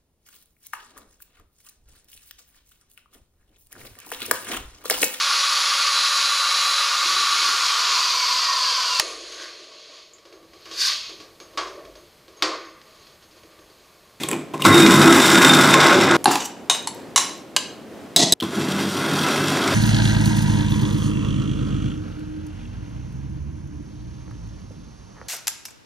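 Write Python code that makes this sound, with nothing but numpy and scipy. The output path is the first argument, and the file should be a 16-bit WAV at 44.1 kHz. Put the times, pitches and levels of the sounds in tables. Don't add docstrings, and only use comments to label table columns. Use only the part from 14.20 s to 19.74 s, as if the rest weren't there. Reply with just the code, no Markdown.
import sys
import numpy as np
from scipy import signal
from scipy.fft import rfft, irfft, next_fast_len
from scipy.io import wavfile
from scipy.ndimage import uniform_filter1d, map_coordinates

SR = 44100
rng = np.random.default_rng(int(sys.argv[2]) if len(sys.argv) > 2 else 0)


def volts_from_decibels(level):
    exponent = np.asarray(level, float) / 20
    return 10 ** exponent


def materialize(psi):
    bounded = np.clip(np.atleast_2d(psi).T, -1, 1)
    quanta = np.round(bounded * 32767).astype(np.int16)
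    wavfile.write(sys.argv[1], SR, quanta)


N = 244443
T = np.arange(N) / SR
TOP_HZ = 16150


def unit(x):
    return x / np.sqrt(np.mean(x ** 2) + 1e-20)


def along(points, hz):
    f, v = np.transpose(points)
    return np.interp(np.log(hz + 1), np.log(f + 1), v)


def curves(rows):
    s, *cols = np.transpose(rows)
    gate = uniform_filter1d(1. * (T > s[0]) * (T < s[-1]), size=200)
    return [np.interp(T, s, c) for c in cols] + [gate]


def wobble(rate):
    return map_coordinates(rng.standard_normal(int(N * rate / SR) + 4), [T * rate])


def filtered(x, response):
    m = next_fast_len(x.shape[-1] + SR // 4)
    return irfft(rfft(x, m) * response(np.fft.rfftfreq(m, 1 / SR)), m)[..., :x.shape[-1]]


def peak(f, hz, width):
    return 1j * f * width / (hz * hz - f * f + 1j * f * width)


def ringing(x, modes, spectrum, lo, hi, between_db):
    middle_db = along(spectrum, np.sqrt(lo * hi))

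    def response(f):
        edge = 1 / np.sqrt((1 + (lo / (f + 1)) ** 12) * (1 + (f / hi) ** 12))
        lines = sum(volts_from_decibels(db) * peak(f, hz, max(w, hz / 60)) for hz, w, db in modes)
        return edge * (lines + volts_from_decibels(between_db + along(spectrum, f) - middle_db))

    return unit(filtered(x, response))


def grit(per_second, spread_db, share):
    draw = rng.random(N)
    sizes = volts_from_decibels(spread_db * rng.standard_normal(N)) * rng.choice([-1, 1], N)
    hits = (draw < per_second / SR) * sizes
    share = np.clip(share, 0, 1)
    return np.sqrt(1 - share) * rng.standard_normal(N) + np.sqrt(share) * unit(hits)


def ping(t, hz, db, t60):
    drift = 0.079 * np.cumsum(rng.standard_normal(len(t)))
    return volts_from_decibels(db - 60 * t / t60) * np.sin(2 * np.pi * hz * t + drift)


def add(track, s, sound):
    track[round(s * SR):][:len(sound)] += sound


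def stroke(s, db, rise, t60):
    return volts_from_decibels(db - 60 * np.clip(T - s, 0, 2) / t60) * np.clip(1 + (T - s) / rise, 0, 1) ** 2


def strokes(rows):
    return [sum(stroke(s, db + lean * bright, rise, t60) for s, db, rise, t60, bright in rows)
            for lean in (-1, 0, 1)]


# [f/Hz, level/dB]
AIR_MID = [(15, -69), (25, -41), (97, -19), (170, -11.5), (256, -8), (293, -7), (695, -16), (863, -21),
           (8590, -41.5), (16000, -48)]
AIR_SIDE = [(15, -48), (25, -11), (373, -4.5), (818, -15), (3250, -26), (3720, -27.5), (8590, -33),
            (16000, -45)]


def room_tone(level_db):
    air = [unit(filtered(rng.standard_normal(N), lambda f: volts_from_decibels(along(colour, f))))
           for colour in (AIR_MID, AIR_SIDE)]
    return air * volts_from_decibels(level_db + 1.4 * wobble(10.0) + [[0], [-11]])


# [f/Hz, t60/s]
KITCHEN = [(150, 0.52), (1000, 0.55), (4000, 0.47), (8000, 0.36), (14000, 0.18)]


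def kitchen(x):
    hz, t, z = signal.stft(rng.standard_normal((2, SR)), SR, nperseg=256)
    tail = signal.istft(z * volts_from_decibels(-60 * t / along(KITCHEN, hz)[:, None]), SR, nperseg=256)[1]
    delayed = np.pad(x, (300, 0))[None]
    return signal.fftconvolve(delayed, tail / np.linalg.norm(tail[0]), axes=1)[:, :len(x)]


# [t/s, peak level/dB, rise/s, t60/s, brightness/dB]
HANDLING = [
    (0.02, -21, 0.09, 0.43, 2.5),
    (0.13, -23, 0.074, 0.29, -8),
    (0.342, -19, 0.0094, 0.14, -5),
    (0.405, -21.5, 0.015, 0.27, 0.5),
    (0.448, -11.5, 0.017, 0.11, 3.5),
]
# [t/s, peak level/dB, click f/Hz, rim level/dB]
CLICKS = [(0.034, -10, 3360, -14), (0.087, -10, 2540, 3.5), (0.113, -10.5, 2370, -1),
          (0.13, -17, 2600, -30), (0.337, -28, 2660, -41), (0.3434, -29, 2560, -34),
          (0.396, -46, 2810, -14), (0.4208, -9, 2900, -9), (0.451, -5, 3760, -21),
          (4.2016, -16.5, 3290, -16), (4.2074, -17, 3130, -31), (4.2251, -19, 3480, -28)]
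# [t/s, shell level/dB, thud level/dB]
KNOCKS = [
    (0.035, -27, -13),
    (0.086, -27, -21),
    (0.1287, -23, -13),
    (0.3407, -20.5, -44),
    (0.396, -24, -15),
    (0.4198, -24, -20),
    (0.45, -6.5, -25),
    (4.2264, -23, -22),
]


def fit_lid():
    out, t = np.zeros(N + SR), np.arange(SR // 8) / SR
    for s, db, hz, rim_db in CLICKS:
        contact = volts_from_decibels(-60 * t / 0.019) * (1 - np.exp(-t / 0.00011)) * rng.standard_normal(len(t))
        click = filtered(contact, lambda f: peak(f, hz, 260) + volts_from_decibels(rim_db - 9.0) * peak(f, 7730, 980)
                         + volts_from_decibels(-33) * peak(f, 5000, 12000))
        add(out, s, volts_from_decibels(db) * click / np.abs(click).max())
    for s, shell_db, thud_db in KNOCKS:
        thud = ping(t, 293.0, thud_db - 4.0, 0.088) * (1 - np.exp(-t / 0.0071))
        add(out, s, ping(t, 1068, shell_db, 0.076) + thud)
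    pushing, _, sliding = strokes(HANDLING)
    noise = rng.standard_normal(N)
    rumble = pushing * volts_from_decibels(-7.5) * ringing(noise, BODY, AIR_MID, 120, 1800, between_db=-27)
    rasp = ringing(grit(340, 14.0, 0.45), SHELL, CHOP_COARSE, lo=1940, hi=16000, between_db=5)
    return out[:N] + rumble + sliding * volts_from_decibels(-12.0) * rasp


# [f/Hz, width/Hz, level/dB]
BODY = [(103, 8.9, -4.5), (148.9, 4.5, 6), (200, 45, -1), (254.6, 30, -5.5), (278.3, 11, 0.5),
        (330.8, 11.8, 3.5), (387.5, 8.8, -2.5), (636, 58, -20)]
# [f/Hz, width/Hz, level/dB]
SHELL = [(824, 23, -22), (997, 12, -7), (1082, 25, -5), (1297, 18, -5.5), (1428, 64, -6), (1520, 43, -9),
         (1637, 47, -7), (2044, 80, -8.5), (2477, 40, -3.5)]
PULPED_S, PULPING_S, DULLED_DB, SLAP_DB = 1.52, 0.032, 6, -8


def grinder(rows, chop, wall, grains, rough_db, between_db, cup_db, spray_db, finer_db_per_s, lumps_db):
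    body_db, flying_db, on = curves(rows)
    finer_db = finer_db_per_s * (T - rows[0][0]) * on
    pulp = 1 / (1 + np.exp(np.clip((PULPED_S - T) / PULPING_S, -50, 50)))
    slap = ringing(rng.standard_normal(N), BODY, chop, lo=430, hi=910, between_db=17)
    slap = pulp * volts_from_decibels(SLAP_DB + 3.3 * wobble(33)) * slap
    load = wobble(21.73)
    body = ringing(rng.standard_normal(N), BODY, chop, lo=99, hi=470, between_db=-7)
    body = volts_from_decibels(body_db + 0.74 * wobble(9) + rough_db * wobble(45)) * body
    shell = ringing(grit(900, 2.2, grains), SHELL, chop, lo=593, hi=2104, between_db=-4.5)
    shell = volts_from_decibels(1.0 * load + 1.6 * wobble(12)) * shell
    strikes = volts_from_decibels(lumps_db * load + 1.6 * wobble(140)) * grit(1400, 5.0, grains)
    cup = volts_from_decibels(cup_db - 0.14 * finer_db) * ringing(strikes, wall, chop, 2570, 6000, between_db)
    spray = ringing(strikes, wall, chop, 7780, 2 * TOP_HZ, between_db - 21)
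    spray = volts_from_decibels(spray_db - finer_db - DULLED_DB * pulp) * spray
    return on * volts_from_decibels(-0.5) * (body + volts_from_decibels(flying_db) * (shell + slap + cup + spray))


# [t/s, housing shake level/dB, flying pieces level/dB]
COARSE = [
    (0.45, -14, -15.5),
    (0.58, -11.5, -17),
    (0.86, -13, -16),
    (1.08, -20, -15),
    (1.16, -14, -14.5),
    (1.5, -16.5, -14),
    (1.7, -21, -14),
    (1.79, -18, -17),
    (1.97, -18, -16),
]
# [f/Hz, density level/dB per Hz]
CHOP_COARSE = [(40, -48), (144, -9.5), (329, 6), (680, -14), (1440, -11), (1810, -19), (2050, -13.5),
               (3060, -22), (3650, -18.5), (4240, -26), (7730, -25.5), (16000, -39.5)]
# [f/Hz, width/Hz, level/dB]
CUP = [(3654, 150, 6), (4990, 21, -1), (5500, 250, 0), (7330, 97, 3), (7920, 77, -2), (10830, 180, -9)]


def chop_coarse():
    return grinder(COARSE, CHOP_COARSE, CUP, grains=0.58, rough_db=-0.4, between_db=4.5, cup_db=-5,
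                   spray_db=-9.0, finer_db_per_s=3, lumps_db=1.83)


RIM_HZ, SAG_HZ_PER_S, RIM_DB, FADE_DB_PER_S = 3720, 110, -22, 17
# [t/s, peak level/dB]
FITS = [
    (0.624, -11.5),
    (1.25, -11),
    (1.299, -3),
    (1.34, -10.5),
    (1.539, -11),
    (1.64, -25),
]
FIT_RISE_S, FIT_T60_S = 0.012, 0.032


def singing():
    start = COARSE[0][0]
    level = stroke(start, RIM_DB, .004, 60 / FADE_DB_PER_S) * volts_from_decibels(5.7 * wobble(46.7))
    level = level + sum(stroke(s, db, FIT_RISE_S, FIT_T60_S) for s, db in FITS)
    hz = RIM_HZ - SAG_HZ_PER_S * (T - start)
    return level * np.sin(2 * np.pi * np.cumsum(hz * (1 + 0.0055 * wobble(250))) / SR)


# [t/s, f/Hz, peak level/dB, rise/s, t60/s]
DRONES = [(0.489, 103, -15, 0.035, 0.24), (0.5, 1078, -13, 0.055, 0.29), (0.51, 1400, -24, 0.053, 0.23),
          (0.51, 2013, -19, 0.043, 0.28), (0.56, 340, -8, 0.095, 0.37), (0.639, 2476, -22, 0.05, .3),
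          (0.711, 1016, -18, 0.087, .5), (0.86, 340, -12.5, .08, 0.26), (0.9, 1310, -16.5, 0.073, 0.36),
          (1.17, 1435, -16.5, 0.064, 0.44), (1.18, 366, -20, .06, .3), (1.2, 1652, -17, 0.089, 0.29),
          (1.34, 1430, -21.5, 0.067, .35), (1.56, 1063, -11.5, 0.034, 0.16), (1.59, 620, -18, 0.048, 0.37),
          (1.64, 1445, -20, 0.068, 0.25), (1.74, 583, -17.5, 0.065, 0.25), (1.78, 380, -12.5, 0.073, 0.46),
          (1.79, 836, -21, 0.055, 0.23), (1.8, 103, -27, 0.11, 1), (4.38, 206, -24, 0.063, 0.24),
          (4.42, 2050, -48, 0.055, .25), (4.429, 1335, -42, .06, 0.27), (4.62, 200, -21.5, 0.3, 1),
          (4.77, 1344, -33, .08, 0.26), (4.91, 206, -26, .06, 0.29), (5.04, 1005, -28, 0.091, 0.51),
          (5.09, 1316, -25, 0.18, 0.44), (5.27, 1018, -30, 0.058, 0.52), (5.281, 340, -35, .06, 0.26),
          (5.5, 103, -30.5, 0.11, .6)]


def drones():
    out, swell, waver, t = np.zeros(N + SR), wobble(33), wobble(60), np.arange(SR) / SR
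    for (s, hz, db, rise, t60), turn in zip(DRONES, rng.integers(N - SR, size=len(DRONES))):
        level_db = db - 60 * np.clip(t - rise, 0, 1) / t60 + 1.56 * swell[turn:][:SR]
        level = volts_from_decibels(level_db) * np.clip(t / rise, 0, 1) ** 2
        phase = 2 * np.pi * np.cumsum(hz + 9.5 * waver[turn:][:SR]) / SR
        add(out, s - rise, level * np.sin(phase))
    return out[:N]


# [t/s, peak level/dB]
CHUNKS = [(0.5007, -13), (0.5771, 0), (0.601, 3.5), (0.662, 5), (0.7063, 0), (0.7552, -13), (0.815, 5.5),
          (0.8755, 2), (0.9243, 5.5), (0.9996, -1), (1.0573, -3), (1.1136, 1), (1.1538, 5.5), (1.175, 2),
          (1.219, 1), (1.2468, 10), (1.294, 3), (1.334, 5.5), (1.4353, -0.5), (1.539, 9.5), (1.629, -10),
          (1.722, -10), (1.8106, -2), (1.9097, -1), (4.418, -11), (5.0838, -5.5), (5.1585, -8.5),
          (5.281, -5.5), (5.37, -5), (5.4753, -3.5)]


def chunks():
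    burst = np.zeros(N + SR)
    t = np.arange(2000) / SR
    for s, db in CHUNKS:
        add(burst, s, volts_from_decibels(db - 4.5 - 60 * t / 0.021) * (1 - np.exp(-t / 0.0027)))
    return burst[:N] * ringing(rng.standard_normal(N), CUP, CHOP_COARSE, 1500, 10000, between_db=6)


# [t/s, peak level/dB, chatter t60/s, broad level/dB]
TAPS = [
    [(2.043, -8, 0.013, 2)],
    [(2.057, -1, 0.014, -9.5), (2.156, -4.5, 0.023, 4.5)],
    [(2.498, -0.5, 0.21, -1), (2.549, -10.5, 0.18, 23)],
    [(2.673, -12, 0.1, -9)],
    [(2.96, 1, 0.16, -1), (2.977, -3.5, 0.39, 13)],
    [(3.364, -1, 0.042, 6)],
]
# [f/Hz, width/Hz, level/dB]
SPOTS = [
    [(890, 38, 0), (7000, 310, -2.5), (9500, 160, 0), (10900, 220, 3)],
    [(290, 67, -14.5), (803, 68, -1), (893, 69, 1), (1590, 98, -11), (2580, 98, -24), (4160, 175, -11.5),
     (9130, 130, -14)],
    [(1040, 70, -8), (2410, 43, -9.5), (2930, 26, -3.5), (3300, 110, -11.5), (3750, 37, 2.5),
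     (4300, 96, -22), (5070, 30, -9), (5800, 30, -10), (6350, 68, -4), (7620, 60, -8), (8200, 76, -10),
     (9800, 160, -14)],
    [(910, 59, 0), (2220, 60, -8), (2890, 41, -5), (3700, 200, -10.5), (4260, 90, -3), (5450, 84, -10.5),
     (6070, 67, -7), (7600, 140, -2), (10300, 270, -6)],
    [(1075, 34, -1), (2170, 60, -5), (2890, 29, -4.5), (3780, 68, -1.5), (3950, 60, -3), (4400, 36, -3.5),
     (4770, 44, -10), (5770, 100, 1.5), (6380, 57, 0.5), (6650, 40, -1), (7000, 77, -5), (7560, 84, -0.5),
     (8170, 45, -4.5), (9900, 150, -5)],
    [(1077, 30, -7), (1544, 24, -5.5), (2000, 27, -20), (2450, 65, -6), (2930, 39, -1), (4070, 92, -1),
     (4750, 90, -5), (5450, 110, -10.5), (6170, 100, -5), (6640, 55, -7), (7150, 220, -7.5), (9840, 93, -8),
     (10200, 130, -12)],
]
# [t/s, peak level/dB]
TICKS = [
    (2.6252, -30),
    (2.7474, -31),
    (2.8008, -41),
    (3.178, -40),
]
# [t/s, peak level/dB, thud level/dB]
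CLINKS = [
    (3.9622, 4.5, -26),
    (4.123, 4.5, -23.5),
]
# [f/Hz, level/dB, t60/s]
CHINA = [(3740, -13, 5.0), (3930, -2, 0.053), (5500, -27, 0.11), (4930, -14, 5.0), (6400, -20, 0.18),
         (7800, -26, 0.5), (7870, 1.5, 0.011), (9860, -16, 0.022)]
WIDEN, LOUDEST_DB, BLOW = 2.3, 3, 9


def spoon():
    out, t = np.zeros(N + SR), np.arange(SR // 4) / SR
    for taps, modes in zip(TAPS, SPOTS):
        for s, db, chatter, open_db in taps:
            decay = volts_from_decibels(-0.5 - 60 * t / 0.022) + volts_from_decibels(-8.0 - 60 * t / chatter)
            contact = decay * (1 - np.exp(-t / 0.00092)) * rng.standard_normal(len(t))
            contact[0] = BLOW

            def steel(f):
                lines = sum((-1) ** k * volts_from_decibels(min(level, LOUDEST_DB)) * peak(f, hz, WIDEN * w)
                            for k, (hz, w, level) in enumerate(modes))
                broad = volts_from_decibels(open_db - 20.5) * peak(f, 2450, 9100) * peak(f, 1940, 12400) ** 2
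                return (lines + broad) / (1 + 1j * f / 14000) ** 2

            ring = filtered(contact, steel)
            add(out, s, volts_from_decibels(db + 2.5) * ring / np.abs(ring).max())
    for s, db in TICKS:
        graze = volts_from_decibels(-60 * t / 0.011) * rng.standard_normal(len(t))
        add(out, s, volts_from_decibels(db) * filtered(graze, lambda f: peak(f, 11000, 5000) ** 2))
    for s, db, thud_db in CLINKS:
        ring = sum(ping(t, hz, 0.46 * level, min(t60, .04)) for hz, level, t60 in CHINA)
        crack = volts_from_decibels(0.5 - 60 * t / 0.0052) * rng.standard_normal(len(t))
        thud = ping(t, 311, db + thud_db, 0.28) + ping(t, 689, db + thud_db, 0.066)
        add(out, s, volts_from_decibels(db - 5.0) * (ring + crack) + thud)
    return out[:N]


def friction(rows, modes, colour, low_db, top_db):
    low, middle, top = strokes(rows)
    grains = volts_from_decibels(3 * wobble(70)) * grit(2000, 3, .3)
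    low = low * volts_from_decibels(low_db) * ringing(grains, modes, colour, lo=123, hi=910, between_db=-13.5)
    middle = middle * ringing(grains, modes, colour, 1200, 6600, between_db=-12)
    top = top * volts_from_decibels(top_db) * ringing(grains, modes, colour, 6500, 2 * TOP_HZ, between_db=-17)
    return volts_from_decibels(-5.0) * (low + middle + top)


# [t/s, peak level/dB, rise/s, t60/s, brightness/dB]
SCRAPE = [
    (2.066, -20, 0.011, 0.23, -8.5),
    (2.115, -18, 0.015, 0.19, 7),
    (2.135, -23, 0.023, 0.25, 1.5),
]
SLIDE = [
    (2.206, -18, 0.016, 0.14, -4),
    (2.258, -34.5, 0.04, 0.068, 14.5),
]
# [f/Hz, width/Hz, level/dB]
SCRAPE_RING = [(310, 120, 10), (787, 110, 10.5), (850, 53, 8), (2730, 85, -2), (3550, 72, -5),
               (4700, 220, -6), (7130, 61, -5), (8600, 83, -25)]
SLIDE_RING = [(870, 74, -25), (2980, 44, 2), (3700, 48, -5), (5840, 39, 0), (6440, 100, -7), (6700, 38, -5),
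              (7530, 32, 2), (8740, 70, -24)]
# [f/Hz, density level/dB per Hz]
DRAG = [(47, -62), (80, -44), (303, -12), (538, -9), (858, -14), (7360, -21), (16000, -29)]


def scraping():
    scrape = friction(SCRAPE, SCRAPE_RING, DRAG, low_db=2.0, top_db=-10.0)
    return scrape + friction(SLIDE, SLIDE_RING, DRAG, low_db=-12.0, top_db=-6.5)


# [t/s, peak level/dB, rise/s, t60/s, brightness/dB]
RATTLE = [
    (3.968, -18.5, 0.0023, 0.13, -2),
    (4.003, -14, 0.044, 0.21, 1.5),
    (4.035, -17, 0.077, 0.42, -3),
]
# [f/Hz, width/Hz, level/dB]
RATTLE_RING = [(200, 32, -7), (285, 83, -2), (670, 91, -3), (1930, 81, -10), (3430, 140, -7),
               (3950, 67, -15), (4220, 60, -5), (4940, 68, -11), (5500, 60, -11), (6300, 100, -1),
               (7520, 130, 0), (9740, 120, -12), (10500, 100, -15)]
# [f/Hz, density level/dB per Hz]
RUB = [(47, -58), (80, -26), (199, -14), (687, -39), (1170, -35.5), (3960, -6), (10000, -29), (15000, -54)]


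def rattling():
    return friction(RATTLE, RATTLE_RING, RUB, low_db=-1.5, top_db=-6)


# [t/s, housing shake level/dB, flying pieces level/dB]
PASTE = [
    (4.222, -21, -33),
    (4.32, -35.5, -34.5),
    (4.39, -25, -30.5),
    (4.66, -28.5, -29),
    (4.85, -26, -27),
    (5.1, -25.5, -25.5),
    (5.3, -23, -24),
    (5.43, -27.5, -23.5),
    (5.55, -22.5, -24),
]
# [f/Hz, density level/dB per Hz]
CHOP_PASTE = [(40, -49), (91, -16), (204, 22.5), (329, 6.5), (491, -13.5), (831, -22.5), (1340, -20.5),
              (1850, -26.5), (3300, -16.5), (6650, -25), (9690, -29.5), (16000, -42.5)]
# [f/Hz, width/Hz, level/dB]
COATED = [(2650, 65, 6), (3290, 98, 4), (3650, 59, 3), (4750, 150, -9), (5720, 120, 0), (7140, 160, -8),
          (11500, 410, -19)]


def grind_paste():
    return grinder(PASTE, CHOP_PASTE, COATED, grains=0.35, rough_db=-1.0, between_db=0.5, cup_db=-4.0,
                   spray_db=-5.0, finer_db_per_s=3.0, lumps_db=1.35)


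# [t/s, f/Hz]
WHINE = [(4.3, 3550), (4.5, 3780), (4.65, 4100), (4.8, 4500), (5.0, 4770), (5.12, 4870), (5.27, 4830),
         (5.36, 4700), (5.55, 4750)]
WHINE_DB, FULL_HZ, WHINE_DB_PER_OCTAVE = -47.5, 4850, 9


def whine():
    hz, on = curves(WHINE)
    turn = 2 * np.pi * np.cumsum(hz * (1 + 0.0038 * wobble(300))) / SR
    level_db = WHINE_DB + WHINE_DB_PER_OCTAVE * np.log2(hz / FULL_HZ)
    overtones = sum(volts_from_decibels(level + 1.8 * wobble(30)) * np.sin(order * turn)
                    for order, level in [(2, -2), (2.5, -14), (3, -9)])
    return on * np.sqrt(2) * volts_from_decibels(level_db) * overtones


SPLICES = [0, 1.9672, 4.137, 4.162, 4.2, 6]
HUSH_DB = [-40, -40.5, -54, -56, -46.5]
# [f/Hz, side minus mid level/dB]
APART = [(60, -72), (200, -31.5), (700, -25.5), (2500, -25), (5000, -22.5), (10000, -25.5), (15000, -23)]


def scene():
    thrown, fitting, nothing = chunks() + drones(), fit_lid(), np.zeros(N)
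    first = chop_coarse() + thrown + singing()
    second = grind_paste() + thrown + whine()
    stirring = spoon() + scraping() + rattling()
    parts = [(first, fitting), (nothing, stirring), (nothing, volts_from_decibels(-48) * stirring),
             (nothing, nothing), (second, fitting)]
    pair, tone_db = np.zeros((2, N)), np.zeros(N)
    for (run, knocks), db, start, end in zip(parts, HUSH_DB, SPLICES, SPLICES[1:]):
        part = slice(round(start * SR), round(end * SR))
        wet = kitchen((volts_from_decibels(-10) * knocks + volts_from_decibels(-10.5) * run)[part])
        pair[:, part] = wet * volts_from_decibels([[0], [8.5]]) + (knocks + run)[part] * [[1], [0]]
        tone_db[part] = db
    pair = signal.sosfilt(signal.butter(4, 85, "high", fs=SR, output="sos"), pair)
    pair[1] = filtered(pair[1], lambda f: volts_from_decibels(5.5 + along(APART, f)))
    mid, side = pair + room_tone(tone_db)
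    return np.array([mid + side, mid - side])


def thin_side(pair, keep_db, chance_db):
    both = np.array([pair[0] + pair[1], pair[0] - pair[1]]) / 2
    mid, side = signal.stft(both, nperseg=1024)[2]

    def cell(z):
        return uniform_filter1d(uniform_filter1d(z, size=12, axis=0), size=3, axis=1)

    luck = volts_from_decibels(chance_db * unit(cell(rng.standard_normal(mid.shape))))
    heard = cell(np.abs(side)) * luck > volts_from_decibels(keep_db) * cell(np.abs(mid))
    kept = signal.istft(side * heard, nperseg=1024)[1][:N]
    return both[0] + kept * [[1], [-1]]


def band_limit(x):
    return signal.sosfilt(signal.butter(12, 16250, fs=SR, output="sos"), x)


def record(dry):
    capped = dry / (1 + np.abs(dry / 0.85) ** 6) ** (1 / 6)
    limited = filtered(capped, lambda f: np.clip((TOP_HZ - f) / 700, 0, 1) ** 2)
    mix = thin_side(limited, keep_db=-18, chance_db=5)
    return band_limit(mix)


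dry = scene()
out = record(dry)
materialize(out)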